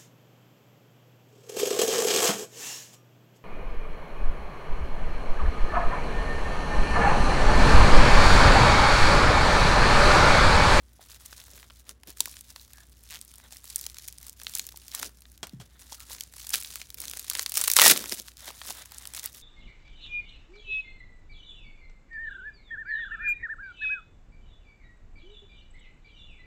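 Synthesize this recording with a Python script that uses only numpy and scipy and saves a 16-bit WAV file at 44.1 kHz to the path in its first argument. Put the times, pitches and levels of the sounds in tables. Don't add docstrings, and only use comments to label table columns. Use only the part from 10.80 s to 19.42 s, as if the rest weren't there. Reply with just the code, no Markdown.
import sys
import numpy as np
from scipy import signal
from scipy.io import wavfile

SR = 44100
rng = np.random.default_rng(int(sys.argv[2]) if len(sys.argv) > 2 else 0)


def int16_out(signal):
    q = np.round(np.clip(np.atleast_2d(signal).T, -1, 1) * 32767)
    wavfile.write(sys.argv[1], SR, q.astype(np.int16))


N = 380141


def from_db(db):
    return 10 ** (np.asarray(db) / 20)


def rms_one(x):
    return x / np.sqrt(np.mean(x ** 2) + 1e-20)


def at_hz(points, hz):
    point_hz, point_db = np.transpose(points)
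    return np.interp(np.log(hz), np.log(point_hz), point_db)


def bands(low_hz, high_hz, count):
    edges = np.geomspace(low_hz, min(high_hz, .45 * SR), count + 1)
    return [(np.sqrt(low * high), signal.butter(2, [low, high], "band", fs=SR, output="sos"))
            for low, high in zip(edges, edges[1:])]


def drift(rate_hz):
    pole = np.exp(-40 * np.pi * rate_hz / SR)
    noise = rng.standard_normal(N // 20 + 4002)
    slow = signal.lfilter([1], [1, -2 * pole, pole * pole], noise)[4000:]
    return np.interp(np.arange(N) / 20, np.arange(len(slow)), rms_one(slow))


def strikes(times, sizes):
    clicks = np.zeros(N)
    np.add.at(clicks, np.round(np.asarray(times) * SR).astype(int), sizes)
    return clicks


def dying(clicks, t60):
    return signal.lfilter([1], [1, -from_db(-60 / (t60 * SR))], clicks + 1e-18)


def ring(clicks, hz, t60):
    pole, turn = from_db(-60 / (t60 * SR)), 2 * np.pi * hz / SR
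    return signal.lfilter([0, np.sin(turn)], [1, -2 * pole * np.cos(turn), pole * pole], clicks + 1e-18)


def hiss(spectrum, low_hz, high_hz, patchy_db):
    together = drift(25)
    out = np.zeros(N)
    for hz, sos in bands(low_hz, high_hz, count=11):
        flicker_db = patchy_db * (together + 0.097 * drift(16))
        noise = signal.sosfilt(sos, rng.standard_normal(N))
        out += from_db(at_hz(spectrum, hz) + flicker_db) * noise
    return rms_one(out)


def buckles(times, band_db, click_db, crack_t60, tail_t60, tail_db):
    out, signs = np.zeros(N), rng.choice([-1, 1], len(times))
    for hz, sos in bands(408.0, 17030, count=9):
        signs = -signs
        sizes = from_db(band_db(hz))
        clicks = strikes(times, sizes)
        slower = (5000 / hz) ** 0.059
        crack = dying(clicks, crack_t60 * slower)
        tail = from_db(tail_db) * dying(clicks, tail_t60 * slower)
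        sharp = from_db(click_db) * strikes(times, signs * sizes)
        flips = sharp + (crack + tail) * rng.standard_normal(N)
        out += signal.sosfilt(sos, flips) * np.sqrt(5000 / hz)
    return out


# [t/s, level/dB, dull part/dB, bright part/dB]
SNAPS = [(0.3169, -32.5, -22, -12), (0.3451, -33, -23, -13), (0.407, -47, -17, -2),
         (0.5295, -31.5, -15, -7), (0.6006, -31, -21, -11), (0.6155, -30.5, -26, -28),
         (0.7983, -35, -13, -19), (0.8293, -37, -5, -21), (0.9001, -40, -2, -17), (0.9047, -38, -5, -16),
         (1.0929, -30, -15, -5), (1.2341, -37, -10, -7), (1.3718, -37, -12, -3), (1.4052, -4.5, -41, -8.5),
         (1.4568, -22.5, -14, -3), (1.5402, -35, -18, -18), (1.5678, -30.5, -18, -10), (1.59, -41, -24, 0),
         (1.6096, -38, -20, 3), (1.6412, -52, -21, -18), (1.7609, -25, -16.5, -16), (1.8491, -43, -35, -8),
         (1.9336, -35.5, -17, -2), (1.9829, -37, -10, -15), (2.2652, -46, -12, -9), (2.3895, -40, -10, -5),
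         (2.4134, -30.5, -29, -2.5), (2.5152, -40.5, -16, -2), (2.5388, -34, -17, -6.5),
         (2.5826, -43.5, -12, 4.5), (2.5997, -45, -3, -2), (2.7077, -40.5, -13, -6), (2.7241, -36, -13, 0),
         (2.769, -33, -32, -5), (2.8421, -43, 0, 6), (2.8546, -38, -27, 1), (2.8761, -38, -33, -3),
         (2.901, -30.5, -25, -3), (2.9046, -32.5, -30, 0), (2.9592, -23.5, -28, 7.5), (3.0119, -28, -32, 0),
         (3.0309, -39, -28, -9), (3.0405, -24, -33, -11), (3.0544, -31, -18, -18), (3.065, -18, -22, -8.5),
         (3.0988, -32, -24, -6), (3.1447, -32.5, -20, -6), (3.1688, -34, -14.5, -5),
         (3.1847, -28.5, -23, -5), (3.2784, -32, -27, 2), (3.2835, -27.5, -33, -4.5),
         (3.3255, -30.5, -33, -7), (3.3832, -34.5, -27, -2), (3.4131, -47, -17, 5), (3.4292, -38.5, -16, 2),
         (3.4672, -39, -12, 5), (3.4823, -38, -23, 2), (3.4955, -36, -31, 3), (3.5289, -45, -15, 3),
         (3.5993, -36, -14, -4), (3.6161, -31.5, -1.5, -7), (3.6342, -39, -20, 6),
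         (3.6677, -17, -18.5, -21), (3.6953, -33, -23, 0), (3.7374, -29, -19, -8), (3.7518, -20.5, -48, 3),
         (3.7644, -31, -34, -5), (3.7732, -24, -35, -5), (3.7951, -10.5, -30, -13), (3.8164, -39, -24, -4),
         (3.8517, -33, -32, -13), (3.8671, -31, -24, 2.5), (3.8896, -27, -19, -8), (3.9225, -39, -17, -2),
         (3.9607, -32, -28, -11), (3.9727, -29.5, -36, -3), (4.0816, -28.5, -30, -8.5),
         (4.116, -25, -34, -14), (4.138, -40, -25, -7), (4.1492, -17, -53, -8), (4.1924, -29.5, -38, -2),
         (4.1967, -29.5, -3, 3), (4.2291, -23.5, 0, -4.5), (4.42, -35.5, -25, -7), (4.4543, -37, -11, -26),
         (4.577, -38, -26, -4.5), (4.6699, -32, -14, -6), (4.6945, -35, -28, -13), (5.2036, -32, -21, -6),
         (5.3487, -29, -18, -17), (5.3839, -30, -19, -17), (5.4081, -14, -29, -12), (5.436, -34, -26, 0),
         (5.5249, -41, -19, -7), (5.5378, -34, -10.5, -8), (5.566, -38.5, -6, 0), (5.6166, -29, -32, -18),
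         (5.669, -27.5, -23, -4), (5.6927, -30.5, -24, 4), (5.7044, -32, -22, 6), (5.7359, -12.5, -21, -14),
         (5.7405, -11.5, -14, -2.5), (5.7471, -16.5, -14, -7), (5.7563, -16.5, -23, -2),
         (5.8025, -31, -21, 0), (5.8121, -29, -22, -2), (5.8248, -26, -17, -8), (5.8471, -20.5, -26, -15),
         (5.9568, -25, -12, -1), (6.0155, -21, -14.5, -18), (6.0706, -45, -15, -6), (6.103, -30.5, -22, -4),
         (6.1439, -33.5, -19, 0.5), (6.2023, -31, -36, 4), (6.2538, -23, -30, -9), (6.2816, -21, -38, -13),
         (6.2976, -31, -36, 1), (6.3126, -23, -26, -9), (6.335, -28, -8, -5), (6.3719, -26.5, -16, 1.5),
         (6.3947, -29, -30, 0.5), (6.4992, -19.5, -19, 5), (6.5134, -23.5, -11.5, -13),
         (6.5341, -32, -10, 1), (6.5518, -17, -8, -8.5), (6.573, -34, -16, 6), (6.594, -9.5, -17.5, -10),
         (6.6218, -28, -19, -1), (6.6289, -27, -20, 0), (6.6617, -8.5, -28, -16), (6.695, -28, -29, 2.5),
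         (6.72, -19.5, -17, -6), (6.7409, -25, -24, 0), (6.7549, -22, -27, -3), (6.7719, -13.5, -8.5, -1),
         (6.7767, -19, -25, 5), (6.8133, -16, -20, 0), (6.8388, -16.5, -17, 1), (6.8423, -19, -23, -6),
         (6.8759, -23.5, -2.5, 4), (6.8793, -16, -3.5, 4), (6.9002, -9, -46, -8), (6.9152, -7.5, -34, -2.5),
         (6.9358, -18, -23, 4), (6.9658, -1, -10.5, -2.5), (6.9784, -16, -19, -15), (6.9879, -7, -2.5, -8),
         (6.9966, 4, -17, -16), (7.0164, -3, -6, 4), (7.022, -8, -6.5, -9), (7.0277, -5, -8, -7),
         (7.0431, -13, 2.5, 4), (7.0547, -15, -17, -2), (7.0611, -15, 9.5, -4), (7.084, -14, -22, -5),
         (7.0985, -2, -13, -9), (7.1121, -7, -1, -18), (7.121, -16, -20, -10), (7.1608, -21, -7, -12),
         (7.1751, -15, -20, -4), (7.2406, -25, -7, -7), (7.2579, -25.5, -9.5, -6), (7.2954, -29.5, -28, 2),
         (7.3222, -14, -15, -8), (7.3475, -42, -30, 9), (7.3981, -21, -42, -10), (7.4774, -33, -29, -9),
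         (7.4829, -33, -9, -8), (7.5173, -39, -17, -10), (7.5698, -33.5, -30, -7), (7.5797, -40, -17, -4),
         (7.6167, -35, -20, -15), (7.704, -35, 6, -11), (7.8157, -19.5, -11.5, -41),
         (7.8535, -31.5, -7, -17), (7.89, -34.5, -3, -1), (7.9051, -31.5, 3, 2), (8.0573, -41, -10, 4),
         (8.1199, -38, 1.5, 4), (8.2542, -29.5, -11, -6), (8.2727, -23.5, -48, -7),
         (8.3367, -27.5, -13, -9), (8.3481, -25.5, -16, -8), (8.3649, -29, -17, -4),
         (8.3768, -27, -10, -12), (8.3948, -20, -29, -9.5), (8.4402, -35, -19, 7), (8.4737, -30, -29, -21)]


def snaps(rows):
    s, level_db, dull_db, bright_db = np.transpose(rows)

    def band_db(hz):
        octaves = np.log2(hz / 4500)
        dull, bright = np.clip(-octaves / 1.81, 0, 1), np.clip(octaves / 0.77, 0, 1)
        edge_db = 8.9 * min(np.log2(hz / 1300), 0) - 2.0 * max(np.log2(hz / 10500), 0)
        colour_db = dull * (dull_db + 2.5) + bright * (bright_db + 6.5)
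        return level_db + 2.0 + edge_db + colour_db + rng.normal(0, 1.4, len(s))
    return buckles(s, band_db, click_db=8.5, crack_t60=0.0067, tail_t60=0.029, tail_db=-16.5)


# [from t/s, to t/s, gap/s, level/dB, dull part/dB, bright part/dB]
CUT = (2.301, 2.374, .0063, -30, -11, -8)
CUT_FADE_DB_PER_S = 70


def cut():
    start, end, gap_s, level_db, dull_db, bright_db = CUT
    s = np.arange(start, end, gap_s)
    late, size = rng.normal(0, 1, (2, len(s)))
    levels_db = level_db - CUT_FADE_DB_PER_S * (s - start) + 3 * size
    dull, bright = np.full(len(s), dull_db), np.full(len(s), bright_db)
    return np.transpose([s + .1 * gap_s * late, levels_db, dull, bright])


LESSER_PER_S, LESSER_OVER_DB, LESSER_SPREAD_DB = 70, 5, 3.0
LESSER_DULL_DB, LESSER_BRIGHT_DB, COLOUR_SPREAD_DB = -16.5, -7.5, 7


def lesser_snaps(crackle_db):
    born = np.flatnonzero(rng.random(N) < LESSER_PER_S / SR)
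    size = rng.exponential(1, len(born))
    dull, bright = rng.normal(0, COLOUR_SPREAD_DB, (2, len(born)))
    level_db = crackle_db[born] + LESSER_OVER_DB + LESSER_SPREAD_DB * np.minimum(size, 2)
    return np.transpose([born / SR, level_db, LESSER_DULL_DB + dull, LESSER_BRIGHT_DB + bright])


EDGE_BEND = 1.1


def swell(s, level_db, rise_s, hold_s, fall_s):
    t = np.arange(N) / SR - s
    away = np.maximum(-t / max(rise_s, .002), (t - max(hold_s, 0)) / max(fall_s, .002))
    return from_db(2 * level_db - 20 * np.clip(away, 0, 8) ** EDGE_BEND)


# [t/s, crackle level/dB, rise/s, hold/s, fall/s, rubbing level/dB]
MOVES = [(0.088, -74, 0.53, .08, .05, 5.5), (0.216, -56, 0.013, .001, 0.017, 8),
         (0.357, -51.5, 0.14, .001, 0.019, -17), (0.422, -53.5, .026, .18, 0.1, -4.5),
         (0.803, -53.5, 0.32, .001, 0.05, -1), (1.003, -56, 0.11, .001, 0.018, -11),
         (1.093, -51, 0.027, 0.02, 0.0086, -1), (1.278, -47, 0.0091, 0.023, 0.018, -1.5),
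         (1.414, -45, 0.038, .001, 0.16, -17), (1.697, -50.5, 0.037, .001, 0.031, -11),
         (1.815, -50.5, 0.058, .001, 0.044, -25), (2.009, -54.5, 0.12, 0.003, 0.052, -9),
         (2.275, -58.5, .2, 0.00091, 0.76, -12), (2.28, -55, 0.026, 0.058, 0.038, -12),
         (2.536, -63, 0.087, 0.083, .04, -4), (2.625, -65, 0.025, .04, 0.024, 9),
         (2.716, -49.5, 0.0072, 0.014, .02, -2), (2.759, -52.5, 0.024, 0.0088, 0.025, -22),
         (2.995, -45, 0.12, .001, 0.096, -18), (3.208, -49, 0.06, .001, 0.13, -14),
         (3.458, -52, 0.052, .001, 0.045, -3), (3.65, -53.5, 0.084, 0.086, 0.11, -19),
         (3.767, -45, 0.056, 0.0017, 0.078, -28), (3.877, -60, .1, 0.028, 0.12, -10),
         (4.151, -49.5, 0.17, .05, 0.034, -14), (4.223, -41, 0.075, 0.032, 0.026, -5),
         (4.348, -65.5, .05, 0.21, 0.046, -15), (4.733, -63.5, .05, .001, 0.024, 2),
         (4.8, -54, 0.0021, 0.0092, .025, -9), (4.854, -67.5, .03, 0.12, .05, 4),
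         (4.998, -52.5, 0.0084, .01, 0.2, -5.5), (5.128, -42.5, 0.02, .001, 0.028, -8),
         (5.212, -50.5, 0.025, .001, 0.071, -5), (5.311, -43, 0.023, 0.018, 0.035, -7.5),
         (5.403, -52, 0.039, 0.037, 0.051, -9.5), (5.585, -47.5, 0.048, 0.22, 0.042, -17),
         (5.738, -31.5, 0.01, .001, 0.049, -25), (5.847, -46, 0.079, 0.14, 0.076, -19.5),
         (6.132, -60.5, .02, 0.017, 0.035, -4), (6.179, -46, 0.006, 0.12, .05, -12),
         (6.345, -48, 0.035, 0.053, 0.082, -12), (6.595, -39, 0.13, .001, 0.058, -17),
         (6.767, -30.5, 0.031, .001, 0.23, -38), (7.205, -42, .03, 0.064, 0.025, -0.5),
         (7.325, -35.5, 0.044, .001, 0.025, -25), (7.398, -42, 0.096, 0.002, 0.023, -11),
         (7.483, -51, 0.045, .001, 0.028, -8), (7.598, -48, .012, .04, 0.13, -3.5),
         (7.681, -39.5, 0.025, .001, 0.022, -2), (7.79, -52, 0.1, 0.06, .05, -2),
         (7.895, -39.5, .04, .001, 0.034, -7), (7.956, -47.5, 0.021, 0.063, 0.023, 0),
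         (8.059, -50.5, 0.011, .001, 0.034, -4), (8.11, -51.5, 0.018, .03, 0.55, -1.5),
         (8.371, -39.5, 0.024, .001, 0.029, -9), (8.437, -44, 0.016, 0.03, 0.023, -5.5),
         (8.545, -45, 0.0047, .001, 0.062, -9)]
# [t/s, crackle level/dB, rubbing level/dB]
RIP = [(6.952, -39, -78), (6.965, -23, -41), (7.05, -18, -25.5), (7.119, -13, -19), (7.13, -25, -32),
       (7.19, -35.5, -49), (7.25, -82, -80)]
# [t/s, level/dB, rise/s, fall/s]
SHIFTS = [(0.349, -70, .1, .07), (0.75, -64, 0.12, 0.088), (1.109, -54.5, 0.026, 0.018),
          (1.284, -46, 0.0099, 0.013), (1.417, -59, .03, 0.072), (3.008, -65, 0.058, 0.064),
          (3.632, -65, 0.034, .05), (3.841, -64, .08, 0.084), (4.265, -48.5, 0.062, .018),
          (4.82, -59, .015, 0.032), (5.326, -62, 0.043, 0.095), (5.746, -48.5, 0.013, .022),
          (5.9, -67.5, 0.12, 0.18), (6.2, -59.5, 0.058, .3), (6.59, -60, 0.16, 0.079),
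          (6.77, -55, 0.025, 0.13), (7.07, -31.5, 0.039, 0.076), (7.118, -25, 0.022, 0.0098),
          (7.19, -45.5, 0.12, 0.092), (7.328, -35, 0.0073, 0.0062), (7.403, -49, 0.027, 0.01),
          (7.687, -53, 0.016, .02), (7.897, -47.5, .02, 0.02), (7.997, -65, 0.077, 0.056),
          (8.33, -66.5, 0.22, .1), (8.552, -64, 0.058, 0.06)]
REST_CRACKLE_DB, REST_RUB_DB, REST_SHOVE_DB = -74.5, -90, -74


def handling():
    s, *rip_db = np.transpose(RIP)
    t = np.arange(N) / SR
    crackle_power, rub_power = [from_db(2 * np.interp(t, s, db, -99, -99)) for db in rip_db]
    for *move, rub_db in MOVES:
        power = swell(*move)
        crackle_power += power
        rub_power += power * from_db(2 * rub_db)
    shove_power = sum(swell(at, db, rise_s, 0, fall_s) for at, db, rise_s, fall_s in SHIFTS)
    powers = crackle_power, rub_power, shove_power
    rests = REST_CRACKLE_DB, REST_RUB_DB, REST_SHOVE_DB
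    return [10 * np.log10(power + from_db(2 * db)) for power, db in zip(powers, rests)]


# [f/Hz, relative level/dB per Hz]
FILM = [(290, -46), (500, -16.5), (3980, -1.5), (4340, 4.5), (4800, 1), (5880, 2), (8090, -1.5), (11300, 1),
        (16000, -5)]


def crackle(level_db):
    clumps = drift(45)
    born = np.flatnonzero(rng.random(N) < 500 * from_db(3.0 * clumps) / SR)
    size_db = 1.5 * np.minimum(rng.exponential(1, len(born)), 3.5)

    def band_db(hz):
        film_db = at_hz(FILM, hz) + 10 * np.log10(hz / 5000)
        return size_db + film_db + rng.normal(0, 5.1, len(born))
    grains = rms_one(buckles(born / SR, band_db, click_db=13.5, crack_t60=0.0081, tail_t60=0.03, tail_db=-20))
    sliding = from_db(-6.5) * hiss(FILM, 604, 16000, patchy_db=1.0)
    return from_db(level_db + 0.5) * (grains + sliding)


# [f/Hz, relative level/dB per Hz]
BUNDLE = [(400, -5.5), (650, 2.5), (1200, 2), (1700, 3.5), (2000, 4.5), (2600, -11.5), (4000, 10.5)]


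def rubbing(level_db):
    return from_db(level_db - 3.5) * hiss(BUNDLE, 400, 4000, patchy_db=3.5)


# [f/Hz, relative level/dB per Hz]
SHOVE = [(100, -55), (160, -4), (300, 1.5), (550, -3.5), (800, -14)]


def shoves(level_db):
    return from_db(level_db - 0.5) * hiss(SHOVE, 101.3, 743, patchy_db=1.5)


# [from t/s, to t/s, f/Hz, level/dB]
SQUEAL = [(1.943, 2.027, 1700, -60.5), (5.19, 5.23, 1300, -58), (7.026, 7.076, 1880, -24.5)]


def squeal():
    out = np.zeros(N)
    for start, end, hz, level_db in SQUEAL:
        pull = np.interp(np.arange(N) / SR, [start - .01, start, end, end + 0.024], [0, 1, 1, 0])
        out += from_db(level_db) * pull * rms_one(ring(rng.standard_normal(N), hz, 0.022))
    return out


# [t/s, peak level/dB, f/Hz]
POPS = [(0.194, -44, 750), (0.528, -33, 1550), (0.732, -52, 574), (1.406, -30.5, 950), (1.476, -36.5, 1070),
        (2.725, -47.5, 760), (3.943, -43.5, 900), (5.123, -35, 915), (5.307, -39.5, 970), (7.681, -43, 666)]


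def pops():
    rung = sum(ring(strikes([s], [from_db(peak_db + 3.5)]), hz, 14 / hz) for s, peak_db, hz in POPS)
    return signal.sosfilt(signal.butter(2, 1800, fs=SR, output="sos"), rung)


# [t/s, peak level/dB]
SET_DOWN = [(4.63, -24), (4.668, -44), (4.801, -39.5), (4.812, -42.5)]
# [f/Hz, relative level/dB, t60/s]
SCISSORS = [(3280, -1, 0.046), (5400, -5, 0.026)]
# [f/Hz, relative level/dB per Hz]
CLATTER = [(150, 6), (400, -7.5), (900, -2.5), (2500, -8), (6000, -6), (12000, -20)]


def scissors():
    s, peak_db = np.transpose(SET_DOWN)
    rattle = dying(strikes(s, from_db(peak_db - 4.5)), 0.074) * hiss(CLATTER, 137, 14200, patchy_db=0.0)
    blades = np.zeros(N)
    for hz, mode_db, t60 in SCISSORS:
        strength_db = peak_db - 14 + mode_db + rng.normal(0, 5.0, len(s))
        blades += ring(strikes(s, from_db(strength_db)), hz, t60)
    return blades + rattle


# [t/s, peak level/dB, first f/Hz]
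THUDS = [(4.7324, -27.5, 332), (4.764, -34, 201), (4.795, -32, 192)]
# [settled f/Hz, pitch fall/s, t60/s]
TABLE = (104, 0.0078, 0.1)


def thuds():
    out, (settled_hz, fall_s, t60) = np.zeros(N), TABLE
    t = np.arange(int(.2 * SR)) / SR
    for s, peak_db, first_hz in THUDS:
        turns = settled_hz * t + (first_hz - settled_hz) * fall_s * (1 - np.exp(-t / fall_s))
        envelope = (1 - np.exp(-t / 0.0057)) * from_db(peak_db + 1.0 - 60 * t / t60)
        out[round(s * SR):][:len(t)] += envelope * np.sin(2 * np.pi * turns)
    return out


ROOM_T60_S = 0.3


def room(x):
    t = np.arange(int(.5 * SR)) / SR
    echoes = rng.standard_normal(len(t)) * from_db(-60 * t / ROOM_T60_S) * (t > .006)
    echoes = signal.lfilter([.4], [1, -.6], echoes)
    return signal.fftconvolve(x, echoes / np.linalg.norm(echoes))[:N]


# [f/Hz, relative level/dB per Hz]
ROOM_TONE = [(35, -43), (60, 7), (90, -3.5), (130, -7), (250, -14.5), (550, -26.5), (2000, -24.5),
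             (5000, -52), (16000, -52)]
ROOM_TONE_DB = -61.5


def room_tone():
    return from_db(ROOM_TONE_DB) * hiss(ROOM_TONE, 31.2, 19200, patchy_db=-0.3)


# [f/Hz, rms level/dB]
HUM = [(59.3, -56.5), (118.6, -76), (237.2, -76.5)]


def hum():
    t = np.arange(N) / SR
    out = np.zeros(N)
    for hz, level_db in HUM:
        height = np.sqrt(2) * from_db(level_db + 1.9 * drift(9))
        out += height * np.sin(2 * np.pi * (hz * t + rng.random()))
    return out


def scene():
    crackle_db, rub_db, shove_db = handling()
    buckling = snaps(np.vstack([SNAPS, cut(), lesser_snaps(crackle_db)]))
    wrap = buckling + crackle(crackle_db) + rubbing(rub_db) + shoves(shove_db) + squeal() + pops()
    near = wrap + scissors() + thuds()
    return (near + from_db(-24.5) * room(near) + room_tone() + hum())[None]


CUTOFF_HZ = 16600


def record(dry):
    dry = signal.sosfilt(signal.butter(4, 46, "high", fs=SR, output="sos"), dry)
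    rounded = 0.98 * np.tanh(dry / 1.277)
    return signal.sosfilt(signal.cheby2(20, 75, CUTOFF_HZ, fs=SR, output="sos"), rounded)


dry = scene()
out = record(dry)
int16_out(out)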